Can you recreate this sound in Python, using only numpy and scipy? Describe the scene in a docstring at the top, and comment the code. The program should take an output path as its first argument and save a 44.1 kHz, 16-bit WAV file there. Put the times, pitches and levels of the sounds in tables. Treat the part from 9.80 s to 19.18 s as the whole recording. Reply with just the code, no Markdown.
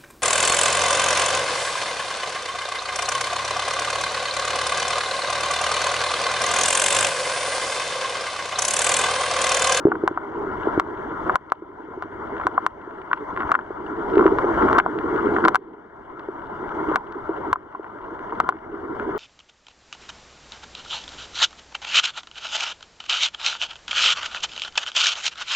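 """A soft push and dull knocks over a held-down rush of water, then sharp snaps: a housed camera in swell.
Buffeting, slosh and rush are filtered noise with drifting levels; surges lift them and ticks prickle on top.
Thuds, stone knocks, grit and snaps (shrimp, grit) are single pulses that ring the watertight housing,
each with scatter off nearby rock. A gain control ducks on peaks over its ceiling, so the rush drops
and swells back at a steady rate; notches and a band limit finish the sound."""
import sys
import numpy as np
from scipy import signal
from scipy.fft import rfft, irfft, next_fast_len
from scipy.io import wavfile
from scipy.ndimage import uniform_filter1d, minimum_filter1d, map_coordinates

SR = 44100
rng = np.random.default_rng(int(sys.argv[2]) if len(sys.argv) > 2 else 0)


def master(y):
    """Save y as 16-bit WAV."""
    cut = np.clip(np.atleast_2d(y).T, -1, 1)
    pcm = np.round(cut * 32767)  # scale
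    wavfile.write(sys.argv[1], SR, pcm.astype(np.int16))


N = 413658

# Event levels are peaks ahead of the gain control; spectra are relative.
# swell, surges and lulls: crest t/s, 1/e half width/s, lift/dB
SWELL_LIFTS = [(0.122, 0.12, 9.5), (0.65, 0.43, 3.5), (1.9, 0.57, 0.5), (3.299, 0.25, -4.5),
               (4.399, 0.16, 11), (5.3, 0.33, 11), (5.851, 0.16, 11), (8.4, 0.079, -3), (9.15, 0.39, 5.5)]
# low buffeting of the housing by eddies: f/Hz, density/(dB per Hz)
BUFFET_SPECTRUM = [(12, -11.5), (30, -2), (80, 0), (150, -3), (230, -5), (400, -34.5), (900, -83)]
# slosh in the low resonances: f/Hz, density/(dB per Hz)
SLOSH_SPECTRUM = [(100, -40), (200, -14.5), (270, -9.5), (322, -1), (360, -5), (400, -2.5), (460, -8.5),
                  (540, -23), (900, -47.5), (2000, -80)]
# rush in the middle resonances: f/Hz, density/(dB per Hz)
RUSH_SPECTRUM = [(250, -20.5), (600, -0.5), (800, -1.5), (1000, 6), (1170, -3), (1400, 0.5), (1750, -13),
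                 (2150, -14.5), (2550, -39.5), (2900, -27), (3400, -30), (3850, -41.5), (5200, -44.5),
                 (6400, -44), (7400, -53.5), (8400, -50.5), (9400, -59), (16000, -72.5)]
# far ticks ahead of their low-pass: f/Hz, density/(dB per Hz)
TICK_SPECTRUM = [(400, -15.5), (1000, -1.5), (1400, 9.5), (2000, -5), (2950, 0.5), (3500, -10), (5000, -20)]
# soft pushes on the housing: t/s, level/dB, tilt/(dB per octave)
THUD_EVENTS = [(0.053, 16.5, -8), (0.069, 11, 8.5), (0.083, 8, -0.5), (0.236, 6, 1), (0.311, -2, -4.5),
               (0.871, -4, 13), (0.976, -1.7, -3), (1.821, -4, 4), (2.085, -7.5, -2), (2.174, -4, 0.5),
               (3.074, -9, 1), (3.905, -6, 17.5), (4.37, 2, 7), (4.456, 2.5, 6.5), (4.643, -7, 19.5),
               (5.489, -4.5, -6), (6.486, -2.2, 4.5), (7.115, -7, 26.5), (7.492, -1.3, 13.5),
               (7.995, -3.5, 12), (9.291, -7, 8)]
# housing colour under a soft push: f/Hz, level/dB
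THUD_COLOUR = [(30, -38), (120, -23), (240, -14), (325, 4), (395, 3), (500, -12.5), (700, -21), (1100, -28),
               (1600, -34), (3000, -76), (8000, -100)]
# dull knocks of shifting stones: t/s, level/dB, roll-off f/Hz
STONE_KNOCKS = [(0.1179, 11.5, 1320), (0.1544, 0.5, 1660), (0.3749, 8.5, 1150), (1.4959, 4, 1426),
                (2.7785, 11.5, 1110), (3.3134, 4, 1510), (3.3314, 12, 2400), (3.5745, -2, 2300),
                (3.742, 6.5, 1600), (3.7519, 15.5, 1970), (3.7905, 4, 1500), (4.9996, 13, 2405),
                (5.0623, 8, 720), (5.188, -6, 3220), (6.395, -9.5, 4200), (7.1639, 6.5, 1900),
                (7.7578, 11.5, 1200), (7.949, 2.5, 900), (8.0438, -4, 1900), (8.5237, -2, 890),
                (8.724, 2, 1250), (9.1976, -2, 2370)]
# grit rolled over the rock: middle t/s, half length/s, level/dB
GRIT_FLURRIES = [(2.598, 0.05, -8.5), (3.639, 0.079, -5.5), (4.428, 0.055, -3.5), (4.928, 0.05, -8),
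                 (5.62, 0.06, -3)]
# sharp snaps: t/s, level/dB, tilt/(dB per octave), scatter off rock/dB
SNAP_EVENTS = [(0.2773, 16.5, -2.5, -6.5), (0.998, 13, -0.5, -2.5), (1.5568, 23, 0, -6.5),
               (1.701, -10, 13, -8), (1.7208, 24, -5.5, -6), (2.224, 4, -3.5, -2.5),
               (2.6688, 14.5, -3.5, -7), (2.8647, 19.5, -1, -8.5), (3.7174, 12, -1, 7),
               (4.586, -3.5, -3, 2.5), (4.9299, -0.5, -3.5, -4.5), (4.9834, 1, -0.5, 4.5),
               (4.9867, 11.5, 0.5, 4), (5.6518, 5, -4, 8.5), (5.6827, 12, 2.5, 4.5), (5.7467, 13.5, -3, -6),
               (5.7564, 28, 1.5, 0.5), (7.1586, 17, 0, 0), (7.7298, 23.5, -1.5, -4.5),
               (8.6015, 11.5, -2, -0.5), (8.6907, 20, -4, -7)]
# housing colour under a snap or knock: f/Hz, level/dB
STRIKE_COLOUR = [(100, -28), (350, -22), (600, -13), (760, -3), (870, -10), (1020, 4.5), (1200, -1),
                 (1450, 2), (1700, -9.5), (2150, -14.5), (3200, -23.5), (4500, -29), (6500, -35.5),
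                 (16000, -51)]
# likeness of the two microphones: f/Hz, correlation (-1..1)
MIC_LIKENESS = [(50, 0.37), (130, 0.9), (380, 1), (560, 0.057), (1400, 0.94), (3500, 0.89)]
# left over right, ahead of each source's lean factor: f/Hz, level/dB
MIC_BALANCE = [(50, -1.5), (350, -2), (650, -1), (850, 3.5), (1020, 3.5), (1400, 11.5), (1800, 5),
               (3000, 9), (4200, 1), (8000, 3.5)]
# phase by which left leads right: f/Hz, phase/rad
MIC_LEAD = [(420, -0.28), (750, -0.96), (1300, -0.8), (2200, -1.68), (4500, -1.41), (9000, -0.86)]
# narrow rejected bands: f/Hz, width/Hz
NOTCH_BANDS = [(2500, 270), (5000, 110), (6000, 90), (7000, 90), (8000, 90), (9000, 90), (10000, 90),
               (11000, 90)]

# steady current, rms ahead of swell, drift and gain control
BUFFET_DB, SLOSH_DB, RUSH_DB = -35, -24.5, -22
# share of the swell lift (slosh takes all of it)
BUFFET_FOLLOWS_DB_PER_DB, RUSH_FOLLOWS_DB_PER_DB = 0.41, 0.17
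TICKS_PER_S, TICK_DECAY_S, TICK_TOP_HZ, TICKS_RE_RUSH_DB = 40, 0.0035, 3900, -23.5
KNOCK_TILT_DB_PER_OCT, KNOCK_SCATTER_DB = 6.5, -3
GRIT_COUNT, GRIT_DB, GRIT_MID_ROLLOFF_HZ = 24, -13, 2200
FLURRY_GRAINS, FLURRY_MID_ROLLOFF_HZ, GRAIN_SPREAD_OCT = 8, 1620, 0.49
# a harder snap is a shorter pulse: roll-off at 0 dB, level step that doubles it
SNAP_ROLLOFF_AT_0DB_HZ, SNAP_DOUBLING_DB = 6000, 19
HIT_SAMPLES, ONSET_SAMPLES = 4096, 20
STRIKE_ADVANCE_S = 0.0005  # offsets the onset samples
TOP_HZ = 16500


def amp(db):
    """Decibels to gain."""
    return 10 ** (np.asarray(db) / 20)


def unit(x):
    """Scale to rms 1."""
    return x / np.sqrt(np.mean(x ** 2) + 1e-20)


def along(points, hz):
    """Read (f/Hz, value) points on a log frequency axis."""
    f, value = np.transpose(points)
    return np.interp(np.log(hz + 1), np.log(f + 1), value)


def wobble(knots_per_s):
    """Smooth random curve through normal knots."""
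    knots = rng.standard_normal(int(N * knots_per_s / SR) + 4)
    return map_coordinates(knots, [np.arange(N) * knots_per_s / SR])


def filtered(x, response):
    """Apply a complex frequency response to x."""
    m = next_fast_len(N + SR // 2)
    return irfft(rfft(x, m) * response(np.fft.rfftfreq(m, 1 / SR)), m)[..., :N]


def causal(db):
    """Minimum-phase response with this gain: rings after a blow, never before."""
    cepstrum = irfft(np.log(amp(db)))
    half = len(cepstrum) // 2
    fold = np.r_[1, np.full(half - 1, 2), 1, np.zeros(half - 1)]
    return np.exp(rfft(cepstrum * fold))


def microphones(hz, lean):
    """Housing wall flexes differently at each microphone: level and phase differ by band."""
    side = np.array([[.5], [-.5]])
    gain = amp(side * lean * along(MIC_BALANCE, hz))
    return gain * np.exp(1j * side * along(MIC_LEAD, hz))


def add(track, s, sound):
    """Mix a short stereo sound in at time s."""
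    start = int(np.clip(round(s * SR), 0, N - 1))
    track[:, start:start + sound.shape[1]] += sound[:, :N - start]


def surge():
    """Swell lift in dB: a sum of bell-shaped surges and lulls."""
    t = np.arange(N) / SR
    return sum(db * np.exp(-((t - s) / width) ** 2) for s, width, db in SWELL_LIFTS)


def turbulence(spectrum, patchy_db):
    """Stereo flow noise of rms 1 whose gain drifts in patches of time and frequency."""
    z = signal.stft(rng.standard_normal((2, N)), nperseg=512)[2]
    field = uniform_filter1d(rng.standard_normal(z.shape[1:]), size=5, axis=0)
    field = uniform_filter1d(field, size=7, axis=1)
    pair = signal.istft(z * amp(patchy_db * unit(field)), nperseg=512)[1][:, :N]

    def mid_side(hz):
        turn = np.arccos(np.clip(along(MIC_LIKENESS, hz), -1, 1)) / 2
        return amp(along(spectrum, hz)) * [np.cos(turn), np.sin(turn)]

    mid, side = filtered(pair, mid_side)
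    left_right = np.array([mid + side, mid - side])
    return unit(filtered(left_right, lambda hz: microphones(hz, lean=0.71)))


def far_ticks():
    """Random decaying puffs of noise, rms 1: most tiny, a few strong, top octaves lost."""
    sizes = amp(5.9 * np.minimum(rng.exponential(size=N), 2.6))
    impulses = (rng.random(N) < TICKS_PER_S / SR) * sizes
    puffs = signal.lfilter([1], [1, -np.exp(-1 / (TICK_DECAY_S * SR))], impulses)
    lowpass = signal.butter(6, TICK_TOP_HZ, fs=SR, output="sos")
    return unit(signal.sosfilt(lowpass, puffs * turbulence(TICK_SPECTRUM, patchy_db=4)))


def water():
    """Eddies buffet the housing and stir its low and middle resonances; far ticks on top."""
    lift_db = surge()
    buffet_db = BUFFET_DB + BUFFET_FOLLOWS_DB_PER_DB * lift_db + 0.53 * wobble(9.9)
    slosh_db = SLOSH_DB + lift_db + 3.2 * wobble(36)
    rush_db = RUSH_DB + RUSH_FOLLOWS_DB_PER_DB * lift_db
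    rush_drift_db = 0.7 * wobble(18) + 0.9 * wobble(90)
    buffet = amp(buffet_db) * turbulence(BUFFET_SPECTRUM, patchy_db=1.6)
    slosh = amp(slosh_db) * turbulence(SLOSH_SPECTRUM, patchy_db=0.5)
    rush = amp(rush_db + rush_drift_db) * turbulence(RUSH_SPECTRUM, patchy_db=2.07)
    return buffet + slosh + rush + amp(rush_db + TICKS_RE_RUSH_DB) * far_ticks()


def blow(colour_db, echo_db, t60_s, lean):
    """One pressure pulse plus scatter off nearby rock, ringing the housing; peak 1."""
    t, hz = np.arange(HIT_SAMPLES) / SR, np.fft.rfftfreq(HIT_SAMPLES, 1 / SR)
    # shared part, then a weaker part per channel
    scatter = rng.standard_normal(HIT_SAMPLES) + 0.25 * rng.standard_normal((2, HIT_SAMPLES))
    scatter = scatter * amp(-60 * t / t60_s) * (1 - np.exp(-(t / 0.00074) ** 2))
    scatter = scatter / np.linalg.norm(scatter[0])
    # weed and rough rock return little treble
    echoes = amp(echo_db) * rfft(scatter) / (1 + (hz / 3200) ** 2)
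    sound = irfft((1 + echoes) * causal(colour_db) * microphones(hz, lean))
    # room ahead of the onset for the phase lead
    sound = np.roll(sound, ONSET_SAMPLES, axis=1)[:, :HIT_SAMPLES * 3 // 4]
    return sound / np.abs(sound).max()


def thuds():
    """Soft pushes ring mainly the housing's low resonances, each with its own tilt."""
    out, hz = np.zeros((2, N)), np.fft.rfftfreq(HIT_SAMPLES, 1 / SR)
    octaves = np.clip(np.log2((hz + 1) / 340), -1.2, .6)
    for s, db, tilt_db in THUD_EVENTS:
        colour_db = along(THUD_COLOUR, hz) + tilt_db * octaves
        add(out, s, amp(db) * blow(colour_db, echo_db=-10.5, t60_s=0.12, lean=0.18))
    return out


def strike(tilt_db, rolloff_hz, scatter_db):
    """Pulse on the housing, peak 1: high roll-off (short pulse) cracks, low only knocks."""
    hz = np.fft.rfftfreq(HIT_SAMPLES, 1 / SR)
    octaves = np.clip(np.log2((hz + 1) / 1100), -.8, 1.6)
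    softness_db = 10 * np.log10(1 + (hz / rolloff_hz) ** 8)
    colour_db = along(STRIKE_COLOUR, hz) + tilt_db * octaves - softness_db
    return blow(colour_db, echo_db=scatter_db, t60_s=0.027, lean=0.39)


def grain(s, db, mid_rolloff_hz):
    """One grain of grit: a knock whose roll-off varies at random."""
    return s, db, mid_rolloff_hz * 2 ** (GRAIN_SPREAD_OCT * rng.normal())


def knocks():
    """Stones knock nearby; grit rattles in flurries and knocks faintly at random times."""
    out = np.zeros((2, N))
    stray = [grain(rng.random() * N / SR, GRIT_DB, GRIT_MID_ROLLOFF_HZ) for _ in range(GRIT_COUNT)]
    rolled = []
    for s, half_s, db in GRIT_FLURRIES:
        for _ in range(FLURRY_GRAINS):
            rolled.append(grain(s + half_s * rng.uniform(-1, 1), db, FLURRY_MID_ROLLOFF_HZ))
    for s, db, rolloff_hz in [*STONE_KNOCKS, *stray, *rolled]:
        knock = strike(KNOCK_TILT_DB_PER_OCT, rolloff_hz, KNOCK_SCATTER_DB)
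        add(out, s - STRIKE_ADVANCE_S, amp(db) * knock)
    return out


def snaps():
    """Collapsing cavities: the stronger the snap, the higher its treble roll-off."""
    out = np.zeros((2, N))
    for s, db, tilt_db, scatter_db in SNAP_EVENTS:
        rolloff_hz = SNAP_ROLLOFF_AT_0DB_HZ * 2 ** (db / SNAP_DOUBLING_DB)
        add(out, s - STRIKE_ADVANCE_S, amp(db) * strike(tilt_db, rolloff_hz, scatter_db))
    return out


def scene():
    """Everything that reaches the microphones through the housing."""
    return water() + thuds() + knocks() + snaps()


def gain_control(x, ceiling_db, release_db_per_s, start_db):
    """Peaks over the ceiling push the gain down fast; it climbs back at a steady rate in dB."""
    climb_db = release_db_per_s * np.arange(N) / SR
    peak_db = 20 * np.log10(np.abs(x).max(axis=0) + 1e-9)
    over_db = np.maximum(peak_db - ceiling_db, 0)
    held_db = np.maximum.accumulate(over_db + climb_db)
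    cut_db = np.maximum(held_db, start_db) - climb_db
    # steps smoothed over about 1 ms
    return x * amp(uniform_filter1d(minimum_filter1d(-cut_db, size=45), size=45))


def record(dry):
    """The camera rides its gain, notches narrow bands and drops all above its band limit."""
    held = gain_control(dry, ceiling_db=-1.5, release_db_per_s=17.5, start_db=17.0)

    def response(hz):
        passed = hz < TOP_HZ
        for centre, width in NOTCH_BANDS:
            gap = centre * centre - hz * hz
            passed = passed * gap / (gap + 1j * hz * width)
        return passed

    return filtered(held, response)


dry = scene()
out = record(dry)
master(out)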